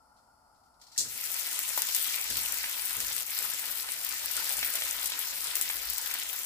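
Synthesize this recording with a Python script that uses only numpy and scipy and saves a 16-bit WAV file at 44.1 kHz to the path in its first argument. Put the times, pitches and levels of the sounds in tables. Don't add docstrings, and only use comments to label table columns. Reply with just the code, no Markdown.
import sys
import numpy as np
from scipy import signal
from scipy.fft import rfft, irfft, next_fast_len
from scipy.io import wavfile

SR = 44100
rng = np.random.default_rng(int(sys.argv[2]) if len(sys.argv) > 2 else 0)


def field_ratio(decibels):
    return 10 ** (np.asarray(decibels, dtype=float) / 20)


def store_pcm(level_fs):
    pcm = np.round(np.clip(level_fs, -1, 1) * 32767).astype(np.int16)
    wavfile.write(sys.argv[1], SR, np.atleast_2d(pcm).T)


N = 284445


def rms_one(x):
    return x / np.sqrt(np.mean(x ** 2) + 1e-20)


def in_time(rows):
    s, *columns = np.transpose(rows)
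    return [np.interp(np.arange(N) / SR, s, c) for c in columns]


def at_hz(points, hz):
    hz_points, values = np.transpose(points)
    return np.interp(np.log(hz), np.log(hz_points), values)


def drift(rate):
    r = np.exp(-2 * np.pi * rate * 40 / SR)
    white = rng.standard_normal(N // 40 + 2002)
    slow = signal.lfilter([1], [1, -2 * r, r * r], white)[2000:]
    return np.interp(np.arange(N) / 40, np.arange(len(slow)), rms_one(slow))


def dying(clicks, t60):
    return signal.lfilter([1], [1, -field_ratio(-60 / (t60 * SR))], clicks + 1e-18)


# frequency in Hz, correlation from 0 to 1.
LIKENESS = [(60, 0.5), (180, 0.84), (550, 0.58), (1650, 0.46), (4970, 0.043), (15000, 0.14)]
# frequency in Hz, left over right in dB.
LEAN = [(60, -1), (150, 3.5), (380, 0.5), (950, 3.5), (2380, 3), (5980, 2), (15000, 10)]


def stereo(mid, side, hz):
    alike = np.clip(at_hz(LIKENESS, hz), -1, 1)
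    pair = np.sqrt(1 + alike) * mid + np.sqrt(1 - alike) * side * [[1], [-1]]
    return pair * field_ratio(at_hz(LEAN, hz) * np.array([[.5], [-.5]]))


def wash(spectrum):
    size = next_fast_len(N)
    hz = np.arange(size // 2 + 1) * SR / size + 1e-3
    mid, side = rfft(rng.standard_normal((2, size)))
    coloured = stereo(mid, side, hz) * field_ratio(at_hz(spectrum, hz))
    return rms_one(irfft(coloured, size)[:, :N])


def bank(spectrum, patchy_db, patch_rate, gate):
    out, edges = 0, 22 * 2 ** np.arange(0, 9.7, .5)
    white = rng.standard_normal((2, 2, N))
    for k, (low, high) in enumerate(zip(edges, edges[1:])):
        hz = np.sqrt(low * high)
        if not .7 * spectrum[0][0] < hz < 1.3 * spectrum[-1][0]:
            continue
        mid, side = white[k % 2]
        sos = signal.butter(2, [low, high], "band", fs=SR, output="sos")
        band = signal.sosfilt(sos, stereo(mid, side, hz) * gate(hz))
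        out = out + field_ratio(at_hz(spectrum, hz) + patchy_db * drift(patch_rate)) * band
    return rms_one(out)


# frequency in Hz, density in dB per Hz.
HUM = [(15, -44), (25, -11), (37, -18), (59, -8.5), (76, -11.5), (180, -18.5), (245, -13.5), (400, -23.5),
       (872, -4.5), (1120, -14.5), (1400, -6.5), (1640, -30), (1900, -29), (2470, -64), (4180, -120)]
# frequency in Hz, density in dB per Hz.
SEETHE = [(1700, -40), (2000, -8), (2400, -14), (4000, -15), (4400, -1), (5300, -0.5), (6200, -11),
          (7600, -6), (8300, -6), (8850, -6), (9500, -14), (10250, 0), (11200, -11), (15400, -16)]
# time in seconds, level in dB.
RUMBLE = [(0.0, -73), (2.24, -67), (2.32, -48), (2.73, -67), (3.09, -48.5), (3.16, -65.5), (5.06, -56.5),
          (5.14, -67), (5.86, -54), (6.45, -68)]
HUM_DB, SEETHE_DB = -64, -72.5


def hum():
    (rumble_db,) = in_time(RUMBLE)
    sos = signal.butter(2, [45, 60], "band", fs=SR, output="sos")
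    flutter = signal.sosfilt(sos, rng.standard_normal(N))
    air = field_ratio(HUM_DB + 0.67 * drift(8.3)) * wash(HUM)
    seethe = field_ratio(SEETHE_DB) * wash(SEETHE)
    return air + seethe + field_ratio(rumble_db - 8.0) * rms_one(flutter)


def kitchen(x):
    t60_s, wall_cut_hz = 0.2, 14000
    size = next_fast_len(N + SR)
    hz = np.arange(size // 2 + 1) * SR / size
    dull = 1 / (1 + 1j * hz / wall_cut_hz)
    out = np.zeros((2, len(hz)), complex)
    for k, lag in enumerate(rng.uniform(.003, 0.023, 10)):
        turn = field_ratio(-60 * lag / t60_s) * dull * np.exp(-2j * np.pi * hz * lag)
        out[k % 2] += turn / (1 - turn) * (-1) ** (k // 2)
    return irfft(out * rfft(x, size), size)[:, :N]


# frequency in Hz, width in Hz, gain in dB.
COMB = [(125, 27, 4), (183, 66, -7), (235, 12, 7), (305, 11, 5.5), (391, 106, -11), (424.5, 26, 6),
        (918, 50, 3.5), (1125, 116, -11.5), (1640, 53, -3), (1993, 36, 2), (7720, 770, 3)]


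def comb(x):
    for hz, width_hz, gain_db in COMB:
        r = np.exp(-np.pi * width_hz / SR)
        zeros = np.array([1, 0, -1]) * (1 - r * r) / 2
        poles = [1, -2 * r * np.cos(2 * np.pi * hz / SR), r * r]
        x = x + (field_ratio(gain_db) - 1) * signal.lfilter(zeros, poles, x)
    return x


def bursts(events, spectrum, rise_s):
    t, shape = np.arange(N) / SR, 0
    for s, peak_db, t60 in events:
        decay = field_ratio(peak_db - 60 * np.clip(t - s, 0, 9) / t60)
        shape = shape + decay * np.clip((t - s) / rise_s, 0, 1)
    return shape * field_ratio(1.3 * drift(150)) * wash(spectrum)


# start in seconds, peak in dB, 60 dB decay in seconds.
THUDS = [
    (0.98, -53.5, 1),
    (2.292, -49.5, 0.68),
    (2.963, -51.5, 0.85),
    (4.576, -64, 0.53),
]
# frequency in Hz, density in dB per Hz.
THUD = [(24, -32), (40, -5), (119, 1), (212, 0.5), (304, -6), (399, -1.5), (600, -7), (780, -29),
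        (1320, -120)]


def thuds():
    return bursts(THUDS, THUD, rise_s=0.0056)


# start in seconds, peak in dB, 60 dB decay in seconds.
TOUCHES = [(.165, -69, 0.35), (.545, -72, 0.35), (.635, -69, 0.11), (.66, -76, 0.19), (.74, -70, .1),
           (.797, -63, 0.2), (.813, -53.5, 0.29), (.865, -60.5, 0.48), (.916, -55.5, .5), (.945, -62, .3),
           (.962, -51, .2)]
# frequency in Hz, density in dB per Hz.
TOUCH = [(1060, -38), (1800, -13), (2580, -14), (3790, -6.5), (4260, 0), (5430, -3), (6050, -6),
         (7850, -10), (15400, -20)]


def touches():
    return bursts(TOUCHES, TOUCH, rise_s=0.0022)


# start in seconds, peak in dB, 60 dB decay in seconds.
FLASHES = [
    (.9775, -28, 0.18),
    (.9775, -29.5, 0.42),
]
# frequency in Hz, density in dB per Hz.
FLASH = [(1180, -53), (2000, -27), (2910, -17.5), (3090, -27), (3400, -9.5), (3670, -13), (4100, -4.5),
         (6960, -1.5), (15400, -20)]


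def flashes():
    return bursts(FLASHES, FLASH, rise_s=0.00047)


# start in seconds, peak in dB, pitch in Hz.
POPS = [(1.212, -34, 2450), (1.283, -38, 2070), (1.415, -33, 1610), (1.468, -29, 2060), (1.776, -21, 1040),
        (2.183, -27, 1790), (2.531, -27, 1790), (2.641, -21.5, 1900), (3.003, -31, 2360),
        (3.161, -37, 2040), (3.421, -31, 1460), (3.641, -26.5, 1650), (3.889, -26, 2370), (4.243, -35, 960),
        (4.585, -26, 1490), (4.591, -33, 1550), (4.629, -16.5, 1980), (4.786, -26, 2330),
        (4.821, -21, 2380), (5.025, -30, 1350), (5.12, -22, 2380), (5.555, -36, 2550), (5.612, -27, 2230),
        (5.7, -21, 2020), (6.112, -22.5, 2160), (6.151, -25.5, 1330)]


def pops():
    out, t = np.zeros(N + 2048), np.arange(2048) / SR
    luck = rng.standard_normal((len(POPS), 2048))
    for (s, peak_db, hz), noise in zip(POPS, luck):
        cycles = hz * t * (1 + 25 * t)
        swell = np.minimum(hz * t / .3, 1)
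        ring = field_ratio(-60 * hz * t / 6.0) * np.sin(2 * np.pi * cycles)
        sos = signal.butter(1, [hz * 1.04, hz * 2.0], "band", fs=SR, output="sos")
        gurgle = signal.sosfilt(sos, noise) * field_ratio(-60 * t / 0.041)
        at = round(s * SR)
        out[at:at + 2048] += swell * field_ratio(peak_db + 3.5) * (ring + 0.73 * gurgle)
    return signal.sosfilt(signal.butter(2, 400, "high", fs=SR, output="sos"), out[:N])


LANDING_S, HANDFUL_S = .96, 4.33
BOIL_DB, BOIL_START_DB, BOIL_BUILD_S, BOIL_FADE_DB_PER_S = -46.5, -10.5, 0.33, 0.31
HANDFUL_DB, HANDFUL_RISE_S, HANDFUL_EASE_S = 5.0, 0.031, 0.76


def boil_level():
    t = np.arange(N) / SR
    since, pressed = np.maximum(t - LANDING_S, 0), np.maximum(t - HANDFUL_S, 0)
    build_db = BOIL_START_DB * np.exp(-since / BOIL_BUILD_S)
    swell = (1 - np.exp(-pressed / HANDFUL_RISE_S)) * np.exp(-pressed / HANDFUL_EASE_S)
    return BOIL_DB + build_db - BOIL_FADE_DB_PER_S * since + HANDFUL_DB * swell


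def small_pops():
    count, level, centre_hz, spread_octaves, ring_cycles = 150, -40, 2003, 0.203, 45
    when = rng.random(count) ** 1.4
    size, pitch = rng.standard_normal((2, count))
    starts = (LANDING_S * SR + when * (N - 1 - LANDING_S * SR)).astype(int)
    pitches = centre_hz * 2 ** (spread_octaves * pitch)
    out, t = np.zeros(N + 2048), np.arange(2048) / SR
    boil_db = boil_level() - BOIL_DB
    for at, db, hz in zip(starts, 3.1 * size, pitches):
        ring = field_ratio(-60 * hz * t / ring_cycles) * np.sin(2 * np.pi * hz * t * (1 + 6.0 * t))
        out[at:at + 2048] += field_ratio(level + db + boil_db[at]) * np.minimum(t / 0.00095, 1) * ring
    return out[:N]


def small_spits():
    count, from_s = 110, 1.32
    when = rng.random(count)
    size, wet, long = rng.standard_normal((3, count))
    s = from_s + (np.arange(count) + when) / count * (N / SR - from_s)
    lively_db = np.interp(s, *np.transpose(FRY)) + 37
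    peak_db = -20 + 3 * np.clip(size, -3, 1.5) + 0.44 * lively_db
    length_ms = .4 * 2 ** (0.25 * long)
    puff_db = -28.5 + 4.43 * wet
    return list(zip(s, peak_db, length_ms, puff_db))


# start in seconds, peak in dB, length in ms,
# steam puff relative to the peak in dB.
SPITS = [(1.5129, -16, .7, -20), (1.5914, -9.5, 0.43, -30), (4.494, -14.5, .6, -23),
         (1.7772, -10.5, 1.5, -21), (1.8202, -10, .7, -24), (1.948, -8, .8, -20), (1.963, -8.5, 1.6, -20.5),
         (2.3024, -12, 0.4, -21), (2.3705, -8, .6, -22.5), (2.5415, -11.5, .8, -26),
         (3.0036, -11, .45, -24), (3.1646, -10.5, 0.71, -24), (3.3894, -10.5, 0.79, -30),
         (3.92, -10.5, .55, -25), (4.0484, -11.5, .6, -30), (4.3668, -12.5, .7, -17),
         (4.5916, -13, .8, -21), (4.654, -12.5, .46, -23), (4.7547, -7.5, .45, -22),
         (5.0588, -7, 0.51, -22.5), (5.192, -11, .4, -35), (5.5555, -7, 0.59, -26), (5.5677, -10, .55, -26),
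         (5.613, -8, .5, -26), (5.623, -11, 1.1, -23), (5.9003, -13, 0.73, -32), (5.9821, -13, .6, -27),
         (6.0606, -14, 0.83, -29), (6.1398, -11, .8, -28), (6.199, -13, .45, -26)]


def spits():
    out, t = np.zeros((2, N + 2048)), np.arange(2048) / SR - .001
    drops = list(SPITS) + small_spits()
    luck = rng.standard_normal((len(drops), 2, 2048))
    place = rng.random((len(drops), 2))
    for (s, peak_db, ms, puff_db), noise, (size, side) in zip(drops, luck, place):
        crack = np.exp(-np.abs(t) / np.where(t < 0, .00012, .00055 * max(ms, .1)))
        low_hz = min(4500 * 2 ** (2.4 * size), 12000)
        burst = signal.sosfilt(signal.butter(2, low_hz, "high", fs=SR, output="sos"), noise * crack)
        burst = burst / np.abs(burst).max(axis=1, keepdims=True)
        burst = burst * field_ratio([[0], [-9 - 7 * side]])
        steam = field_ratio(puff_db - 60 * np.abs(t) / 0.077) * np.clip(t / 0.00092, 0, 1)
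        puff = noise * steam * field_ratio([[0], [-5]])
        at = round((s - .0012) * SR)
        out[:, at:at + 2048] += field_ratio(peak_db + 6.5) * (burst + puff)
    return signal.sosfilt(signal.butter(2, 3000, "high", fs=SR, output="sos"), out[:, :N])


def bursting(per_s, spread_db, t60, smooth_left, smooth_right):
    sizes = field_ratio(spread_db * np.minimum(rng.exponential(1, N), 2.8))
    born = rng.random(N) < per_s * field_ratio(3 * drift(30)) / SR
    smooth = np.array([[smooth_left], [smooth_right]])
    bubbles = rms_one(dying(sizes * born, t60))
    return np.sqrt((smooth ** 2 + bubbles ** 2) / (smooth ** 2 + 1))


# time in seconds, sizzle level in dB.
FRY = [(0.96, -54), (1.12, -42), (1.25, -37.5), (1.45, -36), (1.85, -35.5), (2.05, -34), (2.22, -36.5),
       (2.35, -34), (2.5, -36.5), (3.15, -37), (3.55, -37), (3.97, -39.5), (4.1, -37.5), (4.4, -36),
       (5.0, -36), (5.28, -39.5), (5.42, -37), (6.45, -40)]
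# frequency in Hz, density in dB per Hz.
SIZZLE = [(1180, -42), (2000, -1), (2580, -0.5), (5160, 0), (6560, 0.5), (7780, -12.5), (8920, -1),
          (12100, 1.5), (14900, -0.5), (15400, -2)]
# frequency in Hz, density in dB per Hz.
BOIL = [(120, -15.5), (200, -12), (384, -10.5), (446, -4), (923, -4), (1100, 1), (1360, 5.5), (4000, -7),
        (5200, -3), (8800, -120)]
LULL_S, LULL_WIDTH_S, LULL_DB = 3.255, 0.025, -6.5


def sizzle():
    t = np.arange(N) / SR
    (sizzle_db,) = in_time(FRY)
    lull_db = LULL_DB * np.exp(-((t - LULL_S) / LULL_WIDTH_S) ** 2)
    landed = np.clip((t - .962) / 0.021, 0, 1)
    fine = bursting(per_s=700, spread_db=7.0, t60=0.0028, smooth_left=0.85, smooth_right=7.1)
    middle = bursting(per_s=650, spread_db=7.5, t60=0.0048, smooth_left=1.2, smooth_right=2.3)
    coarse = bursting(per_s=340, spread_db=-1.0, t60=0.033, smooth_left=0.9, smooth_right=2.1)
    bright = bank(SIZZLE, 1.86, 8.0, lambda hz: fine if hz > 6000 else middle)
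    dull = bank(BOIL, 2.06, 21.6, lambda hz: coarse)
    frying = field_ratio(sizzle_db + 3.5) * bright + field_ratio(boil_level() + 2.0) * dull
    return landed * field_ratio(lull_db) * frying


def scene():
    bubbles = (pops() + small_pops()) * field_ratio(np.array([[.6], [-.6]]))
    near = spits() + bubbles
    echo = field_ratio(-10.5) * kitchen(near.mean(axis=0))
    steam = touches() + flashes()
    return comb(near + echo + steam + thuds() + sizzle()) + hum()


def top_cut(x):
    return signal.sosfilt(signal.butter(12, 16820, fs=SR, output="sos"), x)


def record(dry):
    ports = np.array([dry[0], np.pad(dry[1], (6, 0), "edge")[:N]])
    held = .55 * np.tanh(ports / .55)
    cut = signal.sosfilt(signal.ellip(12, .5, 60, 15470, fs=SR, output="sos"), held)
    return top_cut(cut)


dry = scene()
out = record(dry)
store_pcm(out)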